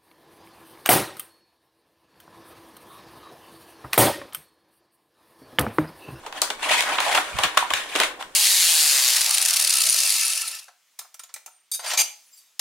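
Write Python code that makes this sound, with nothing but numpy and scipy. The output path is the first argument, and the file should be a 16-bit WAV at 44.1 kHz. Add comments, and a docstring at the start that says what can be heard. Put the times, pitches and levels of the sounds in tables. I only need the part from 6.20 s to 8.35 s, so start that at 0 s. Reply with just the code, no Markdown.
"""A snap and a brief rub, then dense rasping: a thin moulded plastic tray is pulled out of a cardboard box.
Rubbing is stick-slip grain over hiss; snaps are noise bursts in four registers as ridges catch and let go.
Edges chatter (sagging noise swells), pitched knocks and pops are decaying sines; box and tray modes ring.
The box thuds softly on the table as it swings round; a small room and faint still air lie behind.
"""
import sys
import numpy as np
from scipy import signal
from scipy.fft import rfft, irfft
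from scipy.io import wavfile
from scipy.ndimage import uniform_filter1d

SR = 44100
rng = np.random.default_rng(int(sys.argv[2]) if len(sys.argv) > 2 else 0)


def put_to_file(sound):
    """Save the sound as 16-bit audio at rate SR, in the file named by the first command-line argument."""
    columns = np.atleast_2d(sound).T  # one column per channel
    safe = np.clip(columns, -1, 1)
    whole_steps = np.round(safe * 32767)
    wavfile.write(sys.argv[1], SR, whole_steps.astype(np.int16))


N = 94815
T = np.arange(N) / SR
# above these the two channels drift apart
SOURCE_LIKENESS_HZ, ROOM_LIKENESS_HZ = 2150, 1090


def undb(db):
    """Decibels to gain."""
    return 10 ** (np.asarray(db) / 20)


def unit(x):
    """Scale to rms 1."""
    return x / np.sqrt(np.mean(x ** 2))


def band(x, lo_hz, hi_hz):
    """Causal band-pass."""
    edges_hz = [lo_hz, min(hi_hz, SR / 2 - 1)]
    return signal.sosfilt(signal.butter(N=3, Wn=edges_hz, btype="band", fs=SR, output="sos"), x)


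def colour(x, points):
    """Zero-phase filter through (frequency [Hz], gain [dB]) points, log-frequency interpolation."""
    hz, db = np.array(points).T
    f = np.fft.rfftfreq(2 * N, 1 / SR)
    gain = undb(np.interp(np.log(f + 1), np.log(hz), db))
    return irfft(rfft(x, 2 * N) * gain)[..., :N]


def stereo(pair, likeness_hz):
    """Two unrelated signals become left and right: alike in the bass, apart in the treble."""
    size = pair.shape[1]
    alike = 1 / (1 + (np.fft.rfftfreq(size, 1 / SR) / likeness_hz) ** 2)
    mid, side = irfft(rfft(pair) * np.sqrt([1 + alike, 1 - alike]), size)
    return np.array([mid + side, mid - side]) / np.sqrt(2)


def walk(rate_hz):
    """Random wander with spread 1, interpolated between rate_hz points per second."""
    return unit(np.interp(T * rate_hz, np.arange(N), rng.standard_normal(N)))


def flecks(x):
    """Neighbouring pitches flare and fade together for some 10 ms, as the sheet catches at ever new spots."""
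    fleck_db = 3.2
    grid = signal.stft(x, nperseg=768)[2]
    wander = unit(uniform_filter1d(rng.standard_normal(grid.shape[1:]), size=5, axis=0))  # along frequency
    flare = unit(undb(fleck_db * wander))
    return signal.istft(grid * flare)[1][:, :N]


# rubbing strength before RUB_DB: (time [s], hollow body level [dB], rasp and hiss level [dB])
RUB_LEVELS = [(0, -49.5, -54), (.067, -36, -45), (.11, -47, -57), (.175, -31.5, -31.5), (.205, -48, -48.5),
              (0.23, -30, -29.5), (.26, -35, -35.5), (.35, -48.5, -55), (.41, -36, -38), (.445, -29.5, -24),
              (0.47, -28, -32), (0.519, -27, -17), (.565, -30, -23), (0.593, -32.5, -19.5),
              (.645, -30, -32), (0.724, -20.5, -26), (.775, -30, -32), (.81, -26, -27), (.87, -29.5, -24.5),
              (.985, -20.5, -24), (1.009, -32.5, -32.5), (1.14, -38, -38.5), (1.226, -29.5, -29.5),
              (1.247, -22, -30), (1.28, -41, -45), (1.40, -37.5, -37), (1.45, -30, -43), (1.49, -47, -40),
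              (1.58, -33.5, -24.5), (1.66, -38.5, -39.5), (1.78, -35, -27.5), (1.865, -55, -30),
              (1.91, -34, -55), (1.97, -51, -66), (2.011, -30.5, -32), (2.043, -57, -62), (2.15, -49, -49)]
# spectra of the rubbing parts: (frequency [Hz], gain [dB])
BODY_SPECTRUM = [(110, -36), (280, -8), (480, -1.5), (700, 3.5), (1050, 3), (1400, -6), (2000, -13.5),
                 (4000, -74)]
RASP_SPECTRUM = [(450, -37), (1200, -13), (1700, -2.5), (2500, -0.5), (3400, -5.5), (4400, -14.5),
                 (7000, -27.5)]
HISS_SPECTRUM = [(1000, -14), (4500, -8), (10500, -2.5), (15000, -10.5)]
RUB_DB, HISS_DB = 4, -7.5  # hiss relative to rasp
SLIPS_PER_S, SLIP_SPREAD_DB, SMOOTH_SHARE = 7000, 2.2, 0.7
JUDDER_HZ, JUDDER_DB = 111.08, 1.7


def rubbing():
    """Dense slips of uneven size over a smooth hiss; the pull judders and brief resonances flare up."""
    slip_db = SLIP_SPREAD_DB * np.minimum(rng.exponential(size=N), 3.5)
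    slips = (rng.random(N) < SLIPS_PER_S / SR) * undb(slip_db)
    rough = unit(slips * rng.uniform(-0.97, 1, (2, N)))
    smooth = SMOOTH_SHARE * rng.standard_normal((2, N))
    grain = flecks(stereo(rough + smooth, SOURCE_LIKENESS_HZ))
    grain = grain * undb(JUDDER_DB * walk(JUDDER_HZ))
    body = unit(colour(grain, BODY_SPECTRUM))
    rasp = unit(colour(grain, RASP_SPECTRUM))
    hiss = unit(colour(grain, HISS_SPECTRUM))
    times, body_db, rasp_db = np.array(RUB_LEVELS).T
    body_gain = undb(RUB_DB + np.interp(T, times, body_db))
    rasp_gain = undb(RUB_DB + np.interp(T, times, rasp_db))
    return body_gain * body + rasp_gain * (rasp + undb(HISS_DB) * hiss)


# snaps and knocks of the tray, levels before SNAP_DB:
# (time [s], thump [dB], hollow body [dB], clack [dB], crack [dB], base decay [ms])
SNAP_EVENTS = [(.063, -31, -34, -35.5, -41, 3.4), (0.1256, -44, -36.5, -34, -42, 0.87),
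               (0.2176, -62, -31, -35, -15.5, 1.2), (.2198, -25.5, -24, -25.5, -26, 2.2),
               (.3026, -27, -26.5, -23.5, -30, 1.6), (.540, -55, -28, -23.5, -32, 1.2),
               (.607, -32, -26, -20.5, -21.5, 0.69), (0.6237, -55, -44, -26, -29.5, 1.2),
               (0.7843, -27.5, -20, -18, -54, 2), (.803, -53, -22, -21, -26.5, 1.2),
               (.9487, -22, -19, -18, -23, 2.1), (.974, -35, -24, -21.5, -30, 1.3),
               (0.9773, -23.5, -16, -20.5, -46, 2), (1.1872, -25.5, -19.5, -22.5, -27.5, 1.9),
               (1.2351, -22.5, -20.5, -13, -20.5, 4), (1.3727, -22, -20.5, -16, -24, 1),
               (1.3752, -53, -17.5, -13, -19.5, 1.16), (1.5042, -28.5, -26, -22, -32, 1.4),
               (1.5363, -30.5, -36, -17, -23, 1.6), (1.752, -22.5, -26, -19, -30.5, 3.3),
               (1.7602, -20.5, -27.5, -26.5, -27, 1.3), (1.8003, -17, -19, -16.5, -20, 1.8),
               (1.8128, -24, -23.5, -18.5, -33, 4.5), (1.834, -29.5, -25, -19, -25, 2.3),
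               (1.8465, -32, -36, -28.5, -39, 1.6), (2.025, -61, -34.5, -32.5, -40, 1.1)]
# registers, thump to crack: (low edge [Hz], high edge [Hz], decay relative to base [ratio])
SNAP_REGISTERS = [(302.5, 834, 6.1), (740, 1284, 2.3), (1337, 3424, 3.2), (3800, 15300, 2.07)]
SNAP_DB = -14


def snaps():
    """Each snap shakes the thin sheet for a few milliseconds; the thump lasts longest, then the clack."""
    size = 4096
    out = np.zeros((2, N + size))
    age_ms = np.arange(size) / SR * 1000
    for start, *levels, decay_ms in SNAP_EVENTS:
        i = int(start * SR)
        for db, (lo_hz, hi_hz, longer) in zip(levels, SNAP_REGISTERS):
            noise = stereo(rng.standard_normal((2, size)), SOURCE_LIKENESS_HZ)
            shake = noise * np.exp(-age_ms / (decay_ms * longer))
            # sqrt(10): level is the rms if the burst's energy filled size * 10 samples
            out[:, i:i + size] += undb(db) * np.sqrt(10) * unit(band(shake, lo_hz, hi_hz))
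    return out[:, :N] * undb(SNAP_DB)


def swell(at_s, length_s, hz, width_hz):
    """A Gaussian swell of narrow-band trembling whose pitch sags as the contact slows."""
    sag_octaves_per_s = 5
    envelope = np.exp(-0.5 * ((T - at_s) / length_s) ** 2)
    pitch_hz = hz * 2 ** (-sag_octaves_per_s * np.clip(T - at_s, -2 * length_s, 2 * length_s))
    noise = stereo(rng.standard_normal((2, N)), SOURCE_LIKENESS_HZ)
    steady = band(noise, max(hz - width_hz / 2, hz / 2), hz + width_hz / 2)
    position = np.cumsum(pitch_hz / hz)  # read position [samples]
    tremble = np.array([np.interp(position, np.arange(N), side) for side in steady])
    return unit(tremble * envelope) * np.sqrt(np.mean(envelope ** 2))


# tight spots where an edge of the tray chatters on the card:
# (centre time [s], Gaussian length [s], centre pitch [Hz], level [dB])
SCUFF_EVENTS = [(0.441, 0.0089, 2550, -19), (.511, 0.009, 2630, -19), (0.590, 0.011, 2150, -16),
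                (0.676, 0.011, 1710, -20), (0.88, 0.024, 804, -14.5)]
SCUFF_WIDTH_HZ = 520


def scuffs():
    """Short swells of chatter, each gathered round one falling pitch."""
    return sum(undb(db) * swell(at_s, length_s, hz, SCUFF_WIDTH_HZ)
               for at_s, length_s, hz, db in SCUFF_EVENTS)


# pitched knocks and pops of tray and box: (time [s], pitch [Hz], level before band-pass [dB])
POP_EVENTS = [(0.2196, 4630, 1), (.5085, 634, -3), (1.1861, 3340, -8.5), (1.3727, 1105, 3),
              (1.3756, 2680, -13), (1.4265, 953, -2), (1.512, 1086, -3), (1.5361, 1850, 0.5),
              (1.7605, 3300, -3.5), (1.8007, 3500, -2.5), (1.8335, 2300, -3)]
POP_DECAY_CYCLES, POP_BAND_HZ = 3, (460, 14600)


def pops():
    """Pitched knocks and pops of tray and box: a few fast-dying cycles each."""
    out = np.zeros(N)
    for at_s, hz, db in POP_EVENTS:
        cycles = np.maximum(T - at_s, 0) * hz
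        out += undb(db) * np.sin(2 * np.pi * cycles) * np.exp(-cycles / POP_DECAY_CYCLES)
    return band(out, *POP_BAND_HZ)


# resonances of box and tray, the lowest one of the room: (frequency [Hz], width [Hz], gain [dB])
MODES = [(298, 10, -1), (627, 24, -2.5), (745, 19, -1.5), (809, 19, -1.5), (973, 12.6, -1),
         (1092, 9.3, -3), (1866, 6.4, 0), (2220, 12, 1), (2452, 11.6, -2.5), (3660, 1350, -10)]


def ring(x):
    """Box and tray pass the contact sound on and ring with their modes, along with one low room resonance."""
    f = np.fft.rfftfreq(2 * N, 1 / SR) + 1
    response = 1 + sum(undb(db) / (1 + 1j * (f * f - hz * hz) / (f * width_hz))
                       for hz, width_hz, db in MODES)
    return irfft(rfft(x, 2 * N) * response)[:, :N]


# soft bumps of the box, level before pan:
# (centre time [s], Gaussian length [s], centre pitch [Hz], level [dB])
THUD_EVENTS = [(1.154, .013, 105, -30), (1.2, 0.0069, 62, -33), (1.253, 0.0097, 110, -31),
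               (1.537, 0.017, 55, -44), (1.82, .04, 134, -51)]
THUD_WIDTH_HZ, THUD_LEFT_MINUS_RIGHT_DB = 143, -14.5


def thuds():
    """Dull low bumps as the box shifts, weighted to the right."""
    bumps = sum(undb(db) * swell(at_s, length_s, hz, THUD_WIDTH_HZ)
                for at_s, length_s, hz, db in THUD_EVENTS)
    pan_db = np.array([[THUD_LEFT_MINUS_RIGHT_DB], [-THUD_LEFT_MINUS_RIGHT_DB]]) / 2
    return bumps * undb(pan_db)


# room decay by band: (low edge [Hz], high edge [Hz], T60 [s], level [dB])
ROOM_BANDS = [(141, 822, 0.58, -6), (645, 1585, 0.35, -3), (1615, 3810, 0.32, -4), (3580, 20600, 0.25, -5)]
ROOM_DELAY_S, ROOM_BUILD_S = 0.0051, 0.00057


def room(x):
    """A short diffuse tail that builds up just after the direct sound."""
    age_s = T[:SR // 2]
    build = 1 - np.exp(-np.maximum(age_s - ROOM_DELAY_S, 0) / ROOM_BUILD_S)
    noise = stereo(rng.standard_normal((2, len(age_s))), ROOM_LIKENESS_HZ)
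    tail = 0
    for lo_hz, hi_hz, t60_s, db in ROOM_BANDS:
        fade = build * np.exp(-np.log(1000) * age_s / t60_s)
        tail = tail + undb(db) * band(noise, lo_hz, hi_hz) * fade / np.sqrt(np.sum(fade ** 2))
    return signal.fftconvolve(x, tail, axes=1)[:, :N]


# spectrum of the still air, relative: (frequency [Hz], gain [dB])
AIR_SPECTRUM = [(25, -14.5), (60, -27), (150, -26.5), (300, -13.5), (520, -14.5), (1200, -44),
                (15000, -39.5)]
AIR_DB = -39.5


def still_air():
    """Faint steady noise, shaped by the air spectrum."""
    noise = stereo(rng.standard_normal((2, N)), ROOM_LIKENESS_HZ)
    return undb(AIR_DB) * unit(colour(noise, AIR_SPECTRUM))


def scene():
    """Tray and box in the room; the reverb averages two draws of the snap noise, for a smoother tail."""
    sliding = rubbing() + scuffs() + pops()
    direct = ring(sliding + snaps())
    second_draw = ring(sliding + snaps())  # heard only through the reverb
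    reverb = (room(direct) + room(second_draw)) / np.sqrt(2)
    return direct + reverb + thuds() + still_air()


# microphone colour: (frequency [Hz], left gain [dB], right gain [dB])
MIC_COLOUR = [(63.6, -14, -8), (347, -15, -15), (1130, -10, -6.5), (2150, -8, -10.5), (5900, -5.5, -5.5),
              (7100, -2.5, -5.5), (10400, -4, -17), (11930, -16.5, -24), (12850, -33, -9.5)]
CEILING, TOP_HZ = 0.9, 15500  # ceiling: full scale = 1


def record(dry):
    """Each microphone has its own colour; the loudest peaks are rounded and the top is cut steeply."""
    mics = np.array(MIC_COLOUR)
    left = colour(dry[0], mics[:, [0, 1]])
    right = colour(dry[1], mics[:, [0, 2]])
    heard = np.array([left, right])
    heard = heard / (1 + (heard / CEILING) ** 4) ** 0.25
    return signal.sosfilt(signal.ellip(8, 0.2, 70, TOP_HZ, fs=SR, output="sos"), heard)


dry = scene()
out = record(dry)
put_to_file(out)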